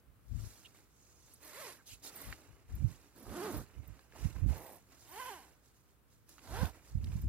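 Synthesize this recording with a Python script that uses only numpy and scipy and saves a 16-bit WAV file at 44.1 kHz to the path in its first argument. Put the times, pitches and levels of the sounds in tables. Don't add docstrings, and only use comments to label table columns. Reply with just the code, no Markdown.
import sys
import numpy as np
from scipy import signal
from scipy.fft import rfft, irfft, next_fast_len
from scipy.io import wavfile
from scipy.ndimage import uniform_filter1d

SR = 44100
rng = np.random.default_rng(int(sys.argv[2]) if len(sys.argv) > 2 else 0)


def generate_wav(signal):
    frames = np.transpose(np.atleast_2d(signal))
    scaled = np.clip(frames, -1, 1) * 32767
    pcm = np.round(scaled).astype(np.int16)
    wavfile.write(sys.argv[1], SR, pcm)


N = 321361
T = np.arange(N) / SR
STEPS_S = np.arange(0, N / SR, .001)

# f/Hz, level/dB
SURF_SPECTRUM = [(71, -28), (120, -12), (313, -19.5), (426, -22), (491, -20.5), (544, -25), (870, -28.5),
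                 (1310, -26.5), (1740, -31.5), (5810, -43), (15800, -37)]
# f/Hz, level/dB
RUMBLE_SPECTRUM = [(13, -28), (22, -22), (53, 5), (108, -1.5), (124, -4.5), (193, -17), (293, -24.5),
                   (450, -45), (580, -41), (990, -120)]
# t/s, length/s, left level/dB, right level/dB
# at 3.278 and 3.55 s the tent panel rumbles in the third pull; the rest are wind
LOW_SWELLS = [(0.094, 0.0077, -76, -53), (0.321, 0.047, -33.5, -59), (0.387, 0.072, -39, -53),
              (1.93, .01, -68, -51), (2.278, 0.028, -41.5, -58), (2.506, .02, -50.5, -68),
              (2.732, 0.026, -35, -43), (2.82, 0.039, -67, -27), (3.278, 0.044, -57, -45),
              (3.55, 0.045, -49, -37.5), (3.785, 0.016, -58, -39.5), (3.897, 0.011, -74, -40.5),
              (4.246, 0.015, -71, -28), (4.366, 0.015, -72, -35), (4.434, 0.073, -63, -24.5),
              (6.515, 0.093, -48, -39.5), (6.624, 0.017, -54, -27), (6.949, 0.24, -41, -36),
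              (7.241, 0.04, -30.5, -34.5)]
# t/s, length/s, rise/(dB/s), hiss/dB, crumple/dB
HAND_MOVES = [(.4, 0.11, 130, -60.5, -66), (.55, 0.11, 200, -66.5, -71), (.76, 0.0079, 197, -66.5, -67.5),
              (1.03, 0.28, 62, -73.5, -76.5), (1.28, 0.051, 200.5, -66, -73.5),
              (1.88, 0.1, 300, -68.5, -71.5), (2.045, 0.038, 700, -60, -58), (2.33, .08, 200, -67, -65),
              (2.46, 0.15, 200, -76.5, -70.5), (2.7, 0.13, 400, -68.5, -66),
              (2.9, 0.025, 200, -62.5, -63.5), (3.02, 0.057, 200, -71.5, -70),
              (3.67, 0.28, 200, -74.5, -68.5), (3.97, 0.072, 200, -73, -70.5), (4.16, 0.077, 344, -62, -58),
              (4.24, 0.021, 200, -60, -59), (4.36, 0.0068, 400, -65, -58.5), (4.492, 0.057, 600, -60, -58),
              (4.92, 0.0079, 300, -67, -65), (5.02, .02, 120, -63, -72.5), (5.65, 0.011, 350, -70.5, -79),
              (5.76, .01, 300, -73.5, -78), (5.89, 0.012, 200, -76.5, -80), (6.12, 0.01, 300, -72.5, -78.5),
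              (6.29, 0.035, 700, -64, -70.5), (6.43, .08, 150, -68, -66.5), (6.75, 0.011, 300, -68.5, -63),
              (6.86, 0.033, 250, -65.5, -69), (7.04, 0.1, 100, -70, -66.5), (7.12, 0.09, 300, -65, -66)]
# f/Hz, level/dB
HISS_SPECTRUM = [(1060, -28), (1800, -10.5), (2140, -12), (3190, -4), (3760, 0), (7430, 3.5), (8360, 0),
                 (11900, -1.5), (15800, -9)]
# f/Hz, level/dB
CRUMPLE_SPECTRUM = [(120, -32), (200, -8), (287, 2.5), (494, -5), (616, -5.5), (2880, -11), (3200, -21.5),
                    (4160, -24), (7040, -120)]
# centre t/s, half length/s, level/dB, weave f/Hz, hiss re weave/dB
NYLON_SKIDS = [(0.658, 0.011, -58, 2980, -22), (1.125, 0.17, -71.5, 6640, -7), (1.8, 0.016, -66, 1430, -12),
               (1.881, 0.017, -65, 3200, 9.5), (1.924, 0.026, -60.5, 2760, 5.5),
               (2.063, 0.029, -65, 4040, 15), (4.161, 0.0079, -56.5, 800, -15)]
# f/Hz, t60/s, level/dB
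TAB_MODES = [(8200, .048, -13.5), (8750, .041, -15.5), (11400, .022, -10.5), (11220, .026, -6),
             (14545, .031, -2.5), (14800, .015, -24)]
# t/s, level/dB, lower modes/dB
TAB_KNOCKS = [(1.3373, -41.5, 1), (2.159, -38.5, -17), (2.171, -35, -2), (2.215, -37, -9),
              (2.7521, -42, -18), (3.524, -35.5, -15), (3.5697, -35, -20), (3.5804, -40, -24),
              (3.8756, -47, -26), (7.2155, -46.5, -17)]
# t/s, tooth rate/Hz
SLIDER_SPEEDS = [
    [(1.41, 265), (1.45, 325), (1.52, 285), (1.56, 450), (1.605, 640), (1.65, 483), (1.69, 370),
     (1.73, 163), (1.79, 67)],
    [(2.11, 177), (2.18, 240), (2.24, 300), (2.3, 266), (2.36, 170)],
    [(3.15, 49.8), (3.26, 76), (3.315, 165), (3.345, 255), (3.37, 357), (3.4, 341), (3.43, 423),
     (3.47, 420), (3.5, 342), (3.525, 202), (3.55, 320), (3.585, 155), (3.65, 66)],
    [(4.47, 133), (4.6, 162), (4.68, 130), (4.73, 88), (4.8, 60)],
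    [(5.06, 230), (5.12, 335), (5.16, 402), (5.205, 524), (5.25, 500), (5.285, 506), (5.31, 415),
     (5.34, 370), (5.4, 256), (5.52, 125)],
    [(6.42, 240), (6.5, 283), (6.55, 393), (6.59, 476), (6.625, 530), (6.66, 260), (6.72, 100)],
]
# f/Hz, level/dB
PANEL_SPECTRA = [
    [(150, -7), (430, -1), (620, -1), (800, -7), (1050, -1), (1450, -7), (1950, -3), (2600, -8),
     (4000, -17)],
    [(150, -3), (400, -10), (2000, -12), (4000, -19)],
    [(120, -4), (200, 3.5), (300, 2), (430, -3), (620, -7.5), (850, -10), (1300, -10.5), (2200, -22),
     (4000, -27)],
    [(150, -8), (350, -3), (650, 0), (950, -1), (1450, -18), (1900, -11), (4000, -30)],
    [(200, -15), (400, -6), (500, -14), (680, -7), (850, -1), (1030, -1), (1250, -13), (1550, -9),
     (2050, -11), (2500, -17), (3100, -12), (3700, -27)],
    [(200, -2), (480, -5), (680, -2), (950, -1), (1200, -9), (1500, -6), (2200, -16), (4500, -19)],
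]
# full force t/s, hold/s, rise/(dB/s), buzz/dB, rasp/dB, unevenness/teeth, scrape re clicks/dB
ZIP_PULLS = [(1.67, 0.033, 34, -51.5, -52.5, 0.04, -5), (2.18, 0.13, 105, -53.5, -56.5, 0.08, 3),
             (3.41, 0.19, 22, -41, -53, 0.04, -8), (4.53, .215, 126, -47.5, -59.5, 0.06, -10.5),
             (5.179, .14, 141, -48, -55.5, .016, -10), (6.55, 0.11, 134, -45, -54.5, 0.05, -3)]
# f/Hz, level/dB
RASP_SPECTRUM = [(1650, -8), (2800, -13.5), (4140, -3), (7120, -3.5), (9590, -4.5), (11100, -1),
                 (13300, -9), (15000, -7), (15800, -60)]
# t/s, length/s, level/dB
TAB_RATTLES = [(1.445, 0.038, -58), (1.56, .06, -67), (2.155, 0.11, -53.5), (3.17, .06, -62.5),
               (3.52, .06, -54), (4.582, 0.17, -57), (5.1, .15, -57), (6.63, .04, -56.5)]
# t/s, level/dB, f/Hz
CREASE_SNAPS = [(2.3165, -47, 1740), (2.3263, -32, 1900), (3.9928, -49.5, 1550), (4.123, -51, 1540),
                (4.533, -58, 1640), (4.6663, -48, 1890), (6.292, -43, 7400), (6.3815, -48.5, 1770),
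                (6.392, -48.5, 1530), (6.475, -48, 1520), (6.6543, -40, 2060), (7.0429, -42, 3600),
                (7.071, -48.5, 2580), (7.12, -50, 1610)]
# centre t/s, level/dB, f/Hz, half length/s
EDDY_SLAPS = [(2.845, -22, 120, 0.016), (4.256, -24.5, 153, 0.0036), (4.462, -21, 136, 0.0017),
              (6.633, -18.5, 166, 0.0025), (6.955, -21, 110, 0.0029), (6.977, -21.5, 79, 0.0043),
              (7.159, -22, 113, 0.0026)]


def undb(db):
    return np.exp(np.asarray(db) * (np.log(10) / 20))


def unit(x):
    return x / np.sqrt(np.mean(x ** 2) + 1e-20)


def smooth(x, samples):
    return uniform_filter1d(uniform_filter1d(x, samples), samples)


def steady(x, window_s):
    power = np.abs(smooth(x ** 2, int(window_s * SR)))
    return x / np.sqrt(power + 1e-4 * np.mean(x ** 2))


def noise(size=N):
    return rng.standard_normal(size)


def wander(step_s, offset_s=0):
    knots_s = np.arange(0, T[-1] + 1, step_s)
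    return np.interp(T + offset_s, knots_s, noise(len(knots_s)))


def grains(size, rate_hz, spread_db):
    clicks = (rng.random(size) < rate_hz / SR) * noise(size)
    return unit(clicks * undb(spread_db * np.minimum(rng.exponential(size=size), 4)))


def shape(x, response):
    n = next_fast_len(len(x) + 2048)
    f = np.arange(n // 2 + 1) * SR / n + 1e-3
    return irfft(rfft(x, n) * response(f), n)[:len(x)]


def colour(x, spectrum):
    hz, db = np.transpose(spectrum)
    log_hz = np.log(hz)
    outside = lambda log_f: np.maximum(log_hz[0] - log_f, 0) + np.maximum(log_f - log_hz[-1], 0)
    return shape(x, lambda f: undb(np.interp(np.log(f), log_hz, db) - 20 * outside(np.log(f))))


def resonate(x, hz, width_hz):
    response = lambda f: 1 / (1 + 1j * (f * f - hz * hz) / (f * width_hz))
    return shape(shape(x, response), response)


def hold(t, start_s, length_s, rise_db_per_s, fall_db_per_s):
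    early_s, late_s = np.maximum(start_s - t, 0), np.maximum(t - start_s - length_s, 0)
    return undb(-rise_db_per_s * early_s - fall_db_per_s * late_s)


def overlap(gains):
    return np.interp(T, STEPS_S, np.sqrt(sum(gain ** 2 for gain in gains)))


def add(out, start_s, x):
    i = max(int(start_s * SR), 0)
    out[i:i + len(x)] += x[:max(len(out) - i, 0)]


def surf(level_db=-73.5, surge_db=1, wide_hz=600, side_db=-1):
    surge = undb(surge_db * wander(step_s=1))
    mid, side = (unit(colour(noise(), SURF_SPECTRUM)) for _ in range(2))
    side = undb(side_db) * shape(side, lambda f: f / np.hypot(f, wide_hz))
    return undb(level_db) * surge * np.array([mid + side, mid - side])


def wind_and_panel_rumble(breeze_db=(-71, -67.5), drift_db=2, skirt_db=-25, low_cut_hz=46):
    swells = [hold(STEPS_S, start_s, length_s, rise_db_per_s=518, fall_db_per_s=404)
              + undb(skirt_db) * hold(STEPS_S, start_s, length_s, 83, 83)
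              for start_s, length_s, _, _ in LOW_SWELLS]
    out = []
    for swells_db, floor_db in zip(np.transpose(LOW_SWELLS)[2:], breeze_db):
        swell_gain = overlap(swell * undb(db) for swell, db in zip(swells, swells_db))
        breeze = undb(floor_db + drift_db * wander(step_s=.2))
        pressure = steady(colour(noise(), RUMBLE_SPECTRUM), .032) * np.hypot(swell_gain, breeze)
        out.append(shape(pressure, lambda f: 1 / np.hypot(1, (low_cut_hz / f) ** 4)))
    return np.array(out)


def cloth(tug_rise_db_per_s=400, tug_hiss_db=-72, tug_crumple_db=-70.5, fall_db_per_s=117):
    tugs = [(speed[0][0], speed[-1][0] - speed[0][0], tug_rise_db_per_s, tug_hiss_db, tug_crumple_db)
            for speed in SLIDER_SPEEDS]
    slides, folds = [], []
    for start_s, length_s, rise_db_per_s, hiss_db, crumple_db in list(HAND_MOVES) + tugs:
        move = hold(STEPS_S, start_s, length_s, rise_db_per_s, fall_db_per_s)
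        slides.append(move * undb(hiss_db))
        folds.append(move * undb(crumple_db))
    hiss = unit(colour(grains(N, rate_hz=9000, spread_db=2), HISS_SPECTRUM))
    crumple = unit(colour(grains(N, rate_hz=3500, spread_db=1.5), CRUMPLE_SPECTRUM))
    return overlap(slides) * hiss + overlap(folds) * crumple


def swishes(width_ratio=.38):
    out = np.zeros(N)
    for centre_s, half_s, db, hz, hiss_db in NYLON_SKIDS:
        t = np.arange(-3 * half_s, 3 * half_s, 1 / SR)
        weave = unit(resonate(noise(len(t)), hz, width_ratio * hz))
        hiss = undb(hiss_db) * unit(colour(noise(len(t)), HISS_SPECTRUM))
        envelope = np.exp(-(t / half_s) ** 4 / 2)
        add(out, centre_s + t[0], undb(db) * (weave + hiss) * envelope)
    return out


def tab_ring(lower_db, attack_s=.00048):
    t = T[:SR // 10]
    modes = np.array([undb(db - 60 * t / t60_s) * np.sin(2 * np.pi * hz * t)
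                      for hz, t60_s, db in TAB_MODES])
    ring = undb(lower_db) * modes[:4].sum(0) + modes[4:].sum(0)
    return ring * (1 - np.exp(-t / attack_s))


def clinks(trim_db=-3, lower_boost_db=15):
    out = np.zeros(N)
    for start_s, db, lower_db in TAB_KNOCKS:
        ring = tab_ring(lower_db + lower_boost_db)
        add(out, start_s, undb(db + trim_db) * ring / np.abs(ring).max())
    return out


def pull(t, speed, panel, rattle_gain, settings, ref_hz=407, db_per_doubling=5, fade_s=.031):
    start_s, held_s, rise_db_per_s, buzz_db, rasp_db, uneven, scrape_db = settings
    n = len(t)
    waver = 1 + .013 * unit(smooth(noise(n), SR // 90))
    teeth_hz = np.interp(t, *np.transpose(speed)) * waver
    travel = np.cumsum(teeth_hz) / SR
    teeth = np.arange(int(travel[-1]) + 2)
    jitter, drift, click_db = noise((len(teeth), 3)).T
    places = np.sort(teeth + uneven * jitter + np.cumsum(uneven * drift) / 2)
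    clicks = np.zeros(n)
    clicks[np.minimum(np.searchsorted(travel, places), n - 1)] = undb(click_db)
    dispersion = lambda f: np.exp(-4j * np.pi * .000581 * np.sqrt(f * 2000))
    flex = steady(shape(colour(clicks, panel), dispersion), .09)
    tooth_phase = np.interp(travel, places, teeth) % 1
    friction = .5 + np.exp(-tooth_phase)
    scrape = steady(colour(friction * noise(n), panel), .15)
    buzz = flex + undb(scrape_db) * 350 / teeth_hz * scrape
    rasp = colour((friction + 1) * grains(n, rate_hz=14000, spread_db=4.5), RASP_SPECTRUM)
    rattle = signal.fftconvolve(clicks * noise(n), tab_ring(lower_db=0))[:n]
    force = hold(t, start_s, held_s, rise_db_per_s, fall_db_per_s=103)
    effort = force * undb(db_per_doubling * np.log2(teeth_hz / ref_hz))
    fade = np.minimum(np.minimum(t - t[0], t[-1] - t) / fade_s, 1)
    return fade * (steady(buzz, .04) * undb(buzz_db) * effort
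                   + steady(rasp, .0055) * undb(rasp_db) * effort ** .7
                   + steady(rattle, .011) * rattle_gain)


def zipper(rattle_trim_db=-3, rattle_db_per_s=302):
    out = np.zeros(N)
    rattle_gain = overlap(
        undb(db + rattle_trim_db) * hold(STEPS_S, start_s, length_s, rattle_db_per_s, rattle_db_per_s)
        for start_s, length_s, db in TAB_RATTLES)
    for speed, panel, settings in zip(SLIDER_SPEEDS, PANEL_SPECTRA, ZIP_PULLS):
        moving = (T > speed[0][0] - .01) & (T < speed[-1][0] + .01)
        t = T[moving]
        add(out, t[0], pull(t, speed, panel, rattle_gain[moving], settings))
    return out


def snaps(decay_s=.0008, width_ratio=1.3, trim_db=2):
    out, t = np.zeros(N), T[:SR // 40]
    for start_s, db, hz in CREASE_SNAPS:
        crack = resonate(noise(len(t)) * np.exp(-t / decay_s), hz, width_ratio * hz)
        add(out, start_s, undb(db + trim_db) * crack / np.abs(crack).max())
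    return out


def slaps():
    out = np.zeros((2, N))
    for centre_s, db, hz, half_s in EDDY_SLAPS:
        t = np.arange(-4 * half_s, 4 * half_s, 1 / SR)
        swing = np.sin(2 * np.pi * hz * t + rng.uniform(0, 2 * np.pi))
        envelope = np.exp(-(t / half_s) ** 2 / 2)
        add(out[1], centre_s + t[0], undb(db) * envelope * swing)
    return out


def from_tent(x, left_lag_s=65e-6, port_db=(-2, 2.5), scatter_hz=1400, paths=12):
    scatter_share = lambda f: .52 * f ** 2 / (f ** 2 + scatter_hz ** 2)
    right = shape(x, lambda f: np.sqrt(1 - scatter_share(f)))
    left = shape(right, lambda f: np.exp(-2j * np.pi * f * left_lag_s))
    treble = shape(x, lambda f: np.sqrt(scatter_share(f)))
    out = []
    for direct, db in zip((left, right), port_db):
        scattered = sum(np.roll(treble, delay) * unit(wander(step_s=.007, offset_s=rng.random()))
                        for delay in rng.integers(8, SR // 160, paths))
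        out.append(undb(db) * (direct + scattered / np.sqrt(paths)))
    return np.array(out)


def scene():
    door = zipper() + clinks() + cloth() + swishes() + snaps()
    return from_tent(door) + wind_and_panel_rumble() + slaps() + surf()


def record(dry):
    return signal.sosfilt(signal.ellip(10, .2, 80, 15800, fs=SR, output="sos"), dry)


dry = scene()
out = record(dry)
generate_wav(out)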